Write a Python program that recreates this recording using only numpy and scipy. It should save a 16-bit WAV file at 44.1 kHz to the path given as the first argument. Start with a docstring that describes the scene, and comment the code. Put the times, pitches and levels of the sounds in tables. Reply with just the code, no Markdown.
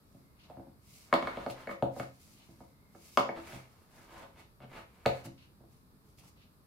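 """Squash slices turned over in a plastic bowl on a wooden table, close to a stereo microphone.
Slices and fingers knock and slide on the wall and set bowl and table ringing; wet faces squeak
and slap apart, skin and seasoning rustle. Across the small kitchen a wall clock ticks, heard only
through the room. A faint breathy tone comes and goes; the building hums under the microphone hiss."""
import sys
import numpy as np
from scipy import signal
from scipy.fft import rfft, irfft
from scipy.io import wavfile

SR = 44100
rng = np.random.default_rng(int(sys.argv[2]) if len(sys.argv) > 2 else 0)


def transcribe(signal):
    """Save signal, clipped to [-1, 1], as a 16-bit WAV file at the path in sys.argv[1]."""
    frames = np.atleast_2d(signal).T
    limited = np.clip(frames, -1, 1)
    pcm = np.round(limited * 32767).astype(np.int16)
    wavfile.write(sys.argv[1], SR, pcm)


N = 293706

# Knocks on the bowl. 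Each row: start in seconds, wall level in dB, then table boom, thud, hard edge
# and crack in dB on top of it (knocks() adds an offset to each), left minus right in dB.
KNOCKS = [(0.145, -51.5, -5.5, 2, -29, -26.5, -0.5), (0.498, -35.5, -26, -22, -42, -29.5, -2),
          (0.569, -40.5, -9, -5.5, -34, -46, 1), (0.595, -40.5, -21, -27, -37, -40, -4),
          (0.668, -49, -12, -1.5, -31, -46, 2), (1.126, -16.5, -37, -19.5, -0.5, -19.5, 2.5),
          (1.138, -17.5, -34, -21, -35, -12.5, 1), (1.224, -27, -38, -18, -5.5, -19.5, -1.5),
          (1.271, -28, -37, -23, -1, -14, 2.5), (1.37, -28, -36, -19, -14, -23, 1),
          (1.462, -25, -33.5, -19.5, -17.5, -22.5, -1.5), (1.499, -37.5, -10.5, -28, -19, -6.5, 2),
          (1.671, -27.5, -39, -27, -10.5, -26, 3), (1.691, -29, -36, -19.5, -9, -39, 2),
          (1.71, -31, -38, -12.5, -11.5, -23, 6), (1.823, -17, -24, -20, -29, -28.5, 2),
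          (1.963, -31, -26, -18, -38, -49, -3), (1.997, -27, -21, -20, -13, -18.5, 1.5),
          (2.487, -52.5, -12, -1.5, -29, -27, -3), (2.604, -39, -23.5, -14, -31, -41, -1),
          (2.948, -44, -25, -11, -17.5, -32, -3), (3.172, -16.5, -65, -22.5, -1, -6, 3.5),
          (3.191, -18, -32, -27, -21, -21, 0.5), (3.289, -23, -37, -22, -10, -41, 2),
          (3.37, -32, -29, -12, -27, -24, 3), (3.529, -38, -13, -8.5, -23, -11.5, -3),
          (4.228, -40, -43, -29, -24, -17, 2.5), (4.602, -44, -12.5, -22.5, -13.5, -23, 2),
          (4.632, -39.5, -16.5, -12, -21.5, -31, 1), (5.055, -30.5, -11.5, -49, -2, -24.5, -2),
          (5.059, -12, -25, -29.5, -23, -17, 0.5), (5.25, -39.5, -7, -5.5, -34, -23, -0.5),
          (5.604, -49, -13, -10, -38, -34.5, -2), (6.185, -57.5, -5, -24, -22, -1.5, -4.5)]
# Modes of bowl and table. Each row: pitch in Hz, relative level in dB, 60 dB decay time in seconds.
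BOWL_MODES = [(50, -7, .1), (91, -3, .07), (127, 7.5, 0.27), (193.6, 1.5, .1), (268.9, -2.5, 0.27),
              (329.5, -2, 0.18), (450, -10, 0.088), (543, 2.5, 0.052), (700, 10, 0.0078),
              (707.6, -4.5, 0.16), (731.5, 0, 0.01), (1003, 7.5, 0.022), (1234, 2, 0.021),
              (1308, 10.5, 0.0077), (1400, 6.5, .003), (1893, 4.5, 0.011), (2214, -4.5, 0.049),
              (2684, 3.5, .003), (3347, -2.5, 0.0032), (4238, -3.5, 0.003), (7041, -6, .0012),
              (11400, -14.5, 0.0015)]
# Strokes of slices and fingers. Each row: middle in seconds, half length in seconds,
# relative slide level in dB, rustle level in dB, squeak pitch in Hz.
STROKES = [(0.143, 0.12, -95, -77.5, 587), (0.52, 0.13, -68, -86, 600), (0.975, 0.1, -75, -59, 1230),
           (1.26, .12, -46, -71.5, 1250), (1.419, 0.057, -47.5, -71, 1270), (1.509, 0.019, -70, -55, 2220),
           (1.603, 0.058, -49.5, -69, 1250), (1.714, 0.032, -49, -63, 2300),
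           (1.999, 0.063, -57, -60.5, 1400), (2.264, 0.11, -81, -65.5, 1230),
           (2.508, 0.21, -71.5, -73, 600), (3.091, .12, -70.5, -60, 1270), (3.377, 0.027, -45.5, -79, 1230),
           (3.511, .1, -48.5, -59.5, 2287), (3.77, 0.11, -66.5, -75.5, 1250),
           (3.984, 0.064, -58, -65.5, 1470), (4.173, 0.09, -49, -66.5, 1087),
           (4.39, 0.035, -54.5, -69, 2200), (4.631, 0.018, -54, -90.5, 2810),
           (4.766, 0.05, -45.5, -65.5, 2220), (5, 0.12, -64, -79, 2270), (5.153, 0.077, -54, -63.5, 1490),
           (5.257, 0.012, -49.5, -54, 2830), (5.746, 0.056, -92, -75.5, 1280),
           (6.09, 0.053, -82.5, -76.5, 1240), (6.193, 0.016, -92.5, -61, 2525),
           (6.244, 0.03, -62.5, -67.5, 810), (6.285, 0.015, -81, -67.5, 3000)]
# Slips along the bowl wall. Each row: frequency in Hz, relative spectral density in dB.
SLIDE_SPECTRUM = [(88, -2), (150, -13), (275, -6.5), (485, -4.5), (551, -6), (841, -5.5), (1090, -8),
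                  (2180, -11.5), (4540, -22.5), (12000, -87), (15600, -93), (22000, -120)]
# Dry skin and seasoning. Each row: frequency in Hz, relative spectral density in dB.
RUSTLE_SPECTRUM = [(880, -44.5), (1500, -43), (2110, -7), (3440, -12), (4660, -7.5), (7820, -10.5),
                   (11900, -11), (15500, -17)]
# Modes of the clock case. Each row: pitch in Hz, relative level in dB, 60 dB decay time in seconds.
CLOCK_MODES = [(2730, -1.5, 0.003), (3800, 0, 0.0014)]
# The kitchen's reverberation. Each row: frequency in Hz, 60 dB decay time in seconds.
ROOM_T60 = [(100, 0.26), (700, 0.31), (2000, 0.32), (6000, 0.34), (15000, 0.057)]
# Diffuse sound at the microphone. Each row: frequency in Hz, correlation of left and right.
STEREO_LIKENESS = [(60, 0.64), (290, 0.89), (640, .25), (1400, -0.32), (15000, 0)]
# Rise and fall of the breathy tone. Each row: time in seconds, level in dB.
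WHISTLE_LEVELS = [(0, -99), (.3, -81), (.7, -88), (2.0, -92.5), (2.9, -78), (3.101, -94.5), (6.66, -97)]
# Building hum and microphone hiss. Each row: frequency in Hz, relative spectral density in dB.
FLOOR_SPECTRUM = [(12, -43), (20, -23), (53, 0), (202, -4), (308, -12), (407, -13.5), (772, -20.5),
                  (993, -15), (1550, -25), (2110, -26.5), (2710, -44), (3580, -22.5), (6080, -36),
                  (12900, -28.5), (15700, -37)]
# Borders in Hz between the mode families: table boom, thud, wall, hard edge, crack.
FAMILY_BORDERS_HZ = [160, 400, 850, 2400]

TRAVEL_S = 0.001684   # from bowl to microphone
SOFT_BELOW_DB, SPREAD_MS_PER_DB = -28, 1.62   # light touches land gradually: the weaker, the longer
LATER_SLIPS_DB = -5.5
SPRAY_DB, SPRAY_T60_S, SPRAY_ABOVE_HZ = -27.5, 0.15, 6000
SQUEAK_DB, SQUEAK_T60_S = -8, .006
CLOCK_START_S, CLOCK_STEP_S, CLOCK_DRIVE_DB = .358, .08, -54
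ROOM_SEND_DB, FIRST_ECHO_S = -2, 0.0018
WHISTLE_HZ, WHISTLE_WIDTH_HZ = 2110, 200
FLOOR_DB, CUTOFF_HZ = -62.5, 16200


def knocks():
    """A contact is a main slip and two weaker ones; each strikes every mode with a smooth push."""
    start_s, wall_db, boom_db, thud_db, edge_db, crack_db, balance_db = np.transpose(KNOCKS)
    is_later = np.array([0, 1, 1])
    spread_s = np.maximum(SOFT_BELOW_DB - wall_db, .3) * SPREAD_MS_PER_DB / 1000
    late_s = spread_s[:, None] * rng.random((len(KNOCKS), 3)) * is_later
    landings = np.round((start_s[:, None] + TRAVEL_S + late_s) * SR).astype(int)
    side_gains = from_db(np.outer([.5, -.5], balance_db))
    family_db = [boom_db + 6, thud_db + 6, 0, edge_db + 6, crack_db + 16]
    scatter_db = rng.normal(0, 1.5, (len(KNOCKS), 3, len(BOWL_MODES)))
    bowl = np.zeros((2, N))
    for k, (hz, mode_db, t60) in enumerate(BOWL_MODES):
        push = np.hanning(int(.6 * SR / hz) + 3)   # about half a cycle
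        span = landings[..., None] + np.arange(len(push)) - min(len(push) // 2, 40)
        size_db = wall_db - 9 + family_db[np.searchsorted(FAMILY_BORDERS_HZ, hz)] + mode_db
        sizes = from_db(size_db[:, None] + LATER_SLIPS_DB * is_later + scatter_db[:, :, k])
        force = np.zeros((2, N))
        for side, gain in zip(force, side_gains):
            np.add.at(side, span, (gain[:, None] * sizes)[..., None] * push / push.sum())
        polarity = (-1) ** k if t60 > .01 else 1   # brief modes push together
        bowl += polarity * ring(force, hz, t60)
    return bowl


def spray():
    """Wet faces slap apart with a bright spit: high noise leaps up at each knock and dies fast."""
    start_s, wall_db, _, _, _, crack_db, _ = np.transpose(KNOCKS)
    hits = np.zeros(N)
    hits[np.round((start_s + TRAVEL_S) * SR).astype(int)] = from_db(wall_db + crack_db / 2 + SPRAY_DB)
    fade = signal.lfilter([1], [1, -from_db(-60 / (SPRAY_T60_S * SR))], hits + 1e-18)
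    highpass = signal.butter(2, SPRAY_ABOVE_HZ, "high", fs=SR, output="sos")
    return fade * signal.sosfilt(highpass, rng.standard_normal((2, N)))


def rubbing():
    """Sliding slips drive the bowl modes and a wet squeak, dead centre; a finer rustle spreads wide."""
    slips = colour(grains(per_s=2500, spread_db=3.4), SLIDE_SPECTRUM)
    bowl = rms_one(sum(from_db(db) * ring(slips, hz, t60) for hz, db, t60 in BOWL_MODES))
    scuff = rms_one(slips + .5 * bowl)
    wet_slips = rms_one(grains(per_s=2200, spread_db=2.3))
    slide, rustle_gain = np.zeros(N), np.zeros(N)
    for middle_s, half_s, slide_db, rustle_db, squeak_hz in STROKES:
        first, last = int((middle_s - 3 * half_s) * SR), int((middle_s + 3 * half_s) * SR)
        span = np.arange(max(first, 0), min(last, N))
        speed = np.exp(-((span / SR - middle_s) / half_s) ** 2)
        squeak = from_db(SQUEAK_DB) * rms_one(ring(wet_slips[span], squeak_hz, SQUEAK_T60_S))
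        slide[span] += from_db(slide_db) * speed * (scuff[span] + squeak)
        rustle_gain[span] += from_db(rustle_db) * speed
    rustle = np.array([colour(grains(per_s=9000, spread_db=3.2), RUSTLE_SPECTRUM) for side in range(2)])
    slide *= from_db(0.92 * drift(25) - 5)   # both levels flutter
    rustle_gain *= from_db(1.66 * drift(28.5))
    return slide + rustle_gain * rustle


def clock():
    """Once a second the hand steps on, and a short run of small clicks rings the case."""
    starts_s = np.arange(CLOCK_START_S, N / SR, 1)
    clicks_s = starts_s[:, None] + CLOCK_STEP_S * rng.random((len(starts_s), 14))
    clicks = np.zeros(N)
    clicks[(clicks_s * SR).astype(int)] = from_db(CLOCK_DRIVE_DB) * rng.standard_normal(clicks_s.shape)
    case = sum(from_db(db) * ring(clicks, hz, t60) for hz, db, t60 in CLOCK_MODES)
    return signal.sosfilt(signal.butter(2, 5000, fs=SR, output="sos"), case)


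def kitchen(sound):
    """Dense echoes off the near walls reach the microphone after a short gap and die band by band."""
    t = np.arange(SR // 2) / SR
    echoes = diffuse(len(t), lambda hz: from_db(-60 * t / at_hz(ROOM_T60, hz)))
    echoes *= np.clip(t / FIRST_ECHO_S - .5, 0, 1)
    echoes /= np.sqrt(np.mean(np.sum(echoes ** 2, axis=1)))   # unit energy
    return signal.fftconvolve(sound[None], echoes, axes=1)[:, :N]


def whistle():
    """A faint breathy tone comes and goes: noise passed twice through one resonance."""
    t60 = np.log(1000) / (np.pi * WHISTLE_WIDTH_HZ)
    breath = ring(rng.standard_normal((2, N)), WHISTLE_HZ, t60)
    tone = rms_one(ring(breath, WHISTLE_HZ, t60))
    return from_db(np.interp(np.arange(N) / SR, *np.transpose(WHISTLE_LEVELS))) * tone


def hum_and_hiss():
    """The building's low hum wavers below 450 Hz, under smooth microphone hiss."""
    shared_sway = 0.35 * drift(2)

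    def band_gain(hz):
        sway_db = 2 * (shared_sway + drift(21)) * (hz < 450)
        return from_db(at_hz(FLOOR_SPECTRUM, hz) + sway_db)

    return from_db(FLOOR_DB) * rms_one(diffuse(N, band_gain))


def ring(force, hz, t60):
    """One mode radiating as a dipole: a steady push is silent, a unit click rings at height 1."""
    radius, angle = from_db(-60 / (t60 * SR)), 2 * np.pi * hz / SR
    return signal.lfilter([.5, 0, -.5], [1, -2 * radius * np.cos(angle), radius ** 2], force + 1e-18)


def grains(per_s, spread_db):
    """Dense random slips of uneven size."""
    sizes = from_db(spread_db * np.minimum(rng.exponential(1, N), 5)) * rng.choice([-1, 1], N)
    return sizes * (rng.random(N) < per_s / SR)


def diffuse(size, gain):
    """Stereo noise from all round the microphone; gain(hz) shapes each half-octave band."""
    edges_hz = 20 * 2 ** np.arange(0, 10, .5)
    field, white = 0, rng.standard_normal((2, 2, size))
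    for k, (low, high) in enumerate(zip(edges_hz, edges_hz[1:])):
        bandpass = signal.butter(2, [low, high], "band", fs=SR, output="sos")
        mid, side = signal.sosfilt(bandpass, white[k % 2])
        hz = np.sqrt(low * high)
        alike = np.clip(at_hz(STEREO_LIKENESS, hz), -1, 1)
        field += gain(hz) * (np.sqrt(1 + alike) * mid + np.sqrt(1 - alike) * side * [[1], [-1]])
    return field


def drift(rate_hz):
    """Smooth random wander, rms about 1."""
    step = 40   # samples
    pole = np.exp(-2 * np.pi * rate_hz * step / SR)
    slow = signal.lfilter([1], [1, -2 * pole, pole ** 2], rng.standard_normal(N // step + 2002))[2000:]
    return np.interp(np.arange(N) / step, np.arange(len(slow)), rms_one(slow))


def colour(flat, spectrum):
    """Give a flat signal the spectrum, at rms 1."""
    hz = np.maximum(np.arange(N // 2 + 1) * SR / N, 1)
    return rms_one(irfft(rfft(flat) * from_db(at_hz(spectrum, hz)), N))


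def at_hz(table, hz):
    """Read a table of frequencies and values on a log axis."""
    table_hz, values = np.transpose(table)
    return np.interp(np.log(hz), np.log(table_hz), values)


def from_db(db):
    """Decibels to gain."""
    return 10 ** (np.asarray(db) / 20)


def rms_one(x):
    """Scale to rms 1."""
    return x / np.sqrt(np.mean(x ** 2) + 1e-20)


def scene():
    """The bowl is close to the microphone; the far clock arrives only as room sound."""
    near = knocks() + spray() + rubbing()
    room = kitchen(from_db(ROOM_SEND_DB) * near.mean(axis=0) + clock())
    return near + room + whistle() + hum_and_hiss()


def record(dry):
    """A steep low-pass cuts the highest treble."""
    return signal.sosfilt(signal.cheby2(20, 60, CUTOFF_HZ, fs=SR, output="sos"), dry)


dry = scene()
out = record(dry)
transcribe(out)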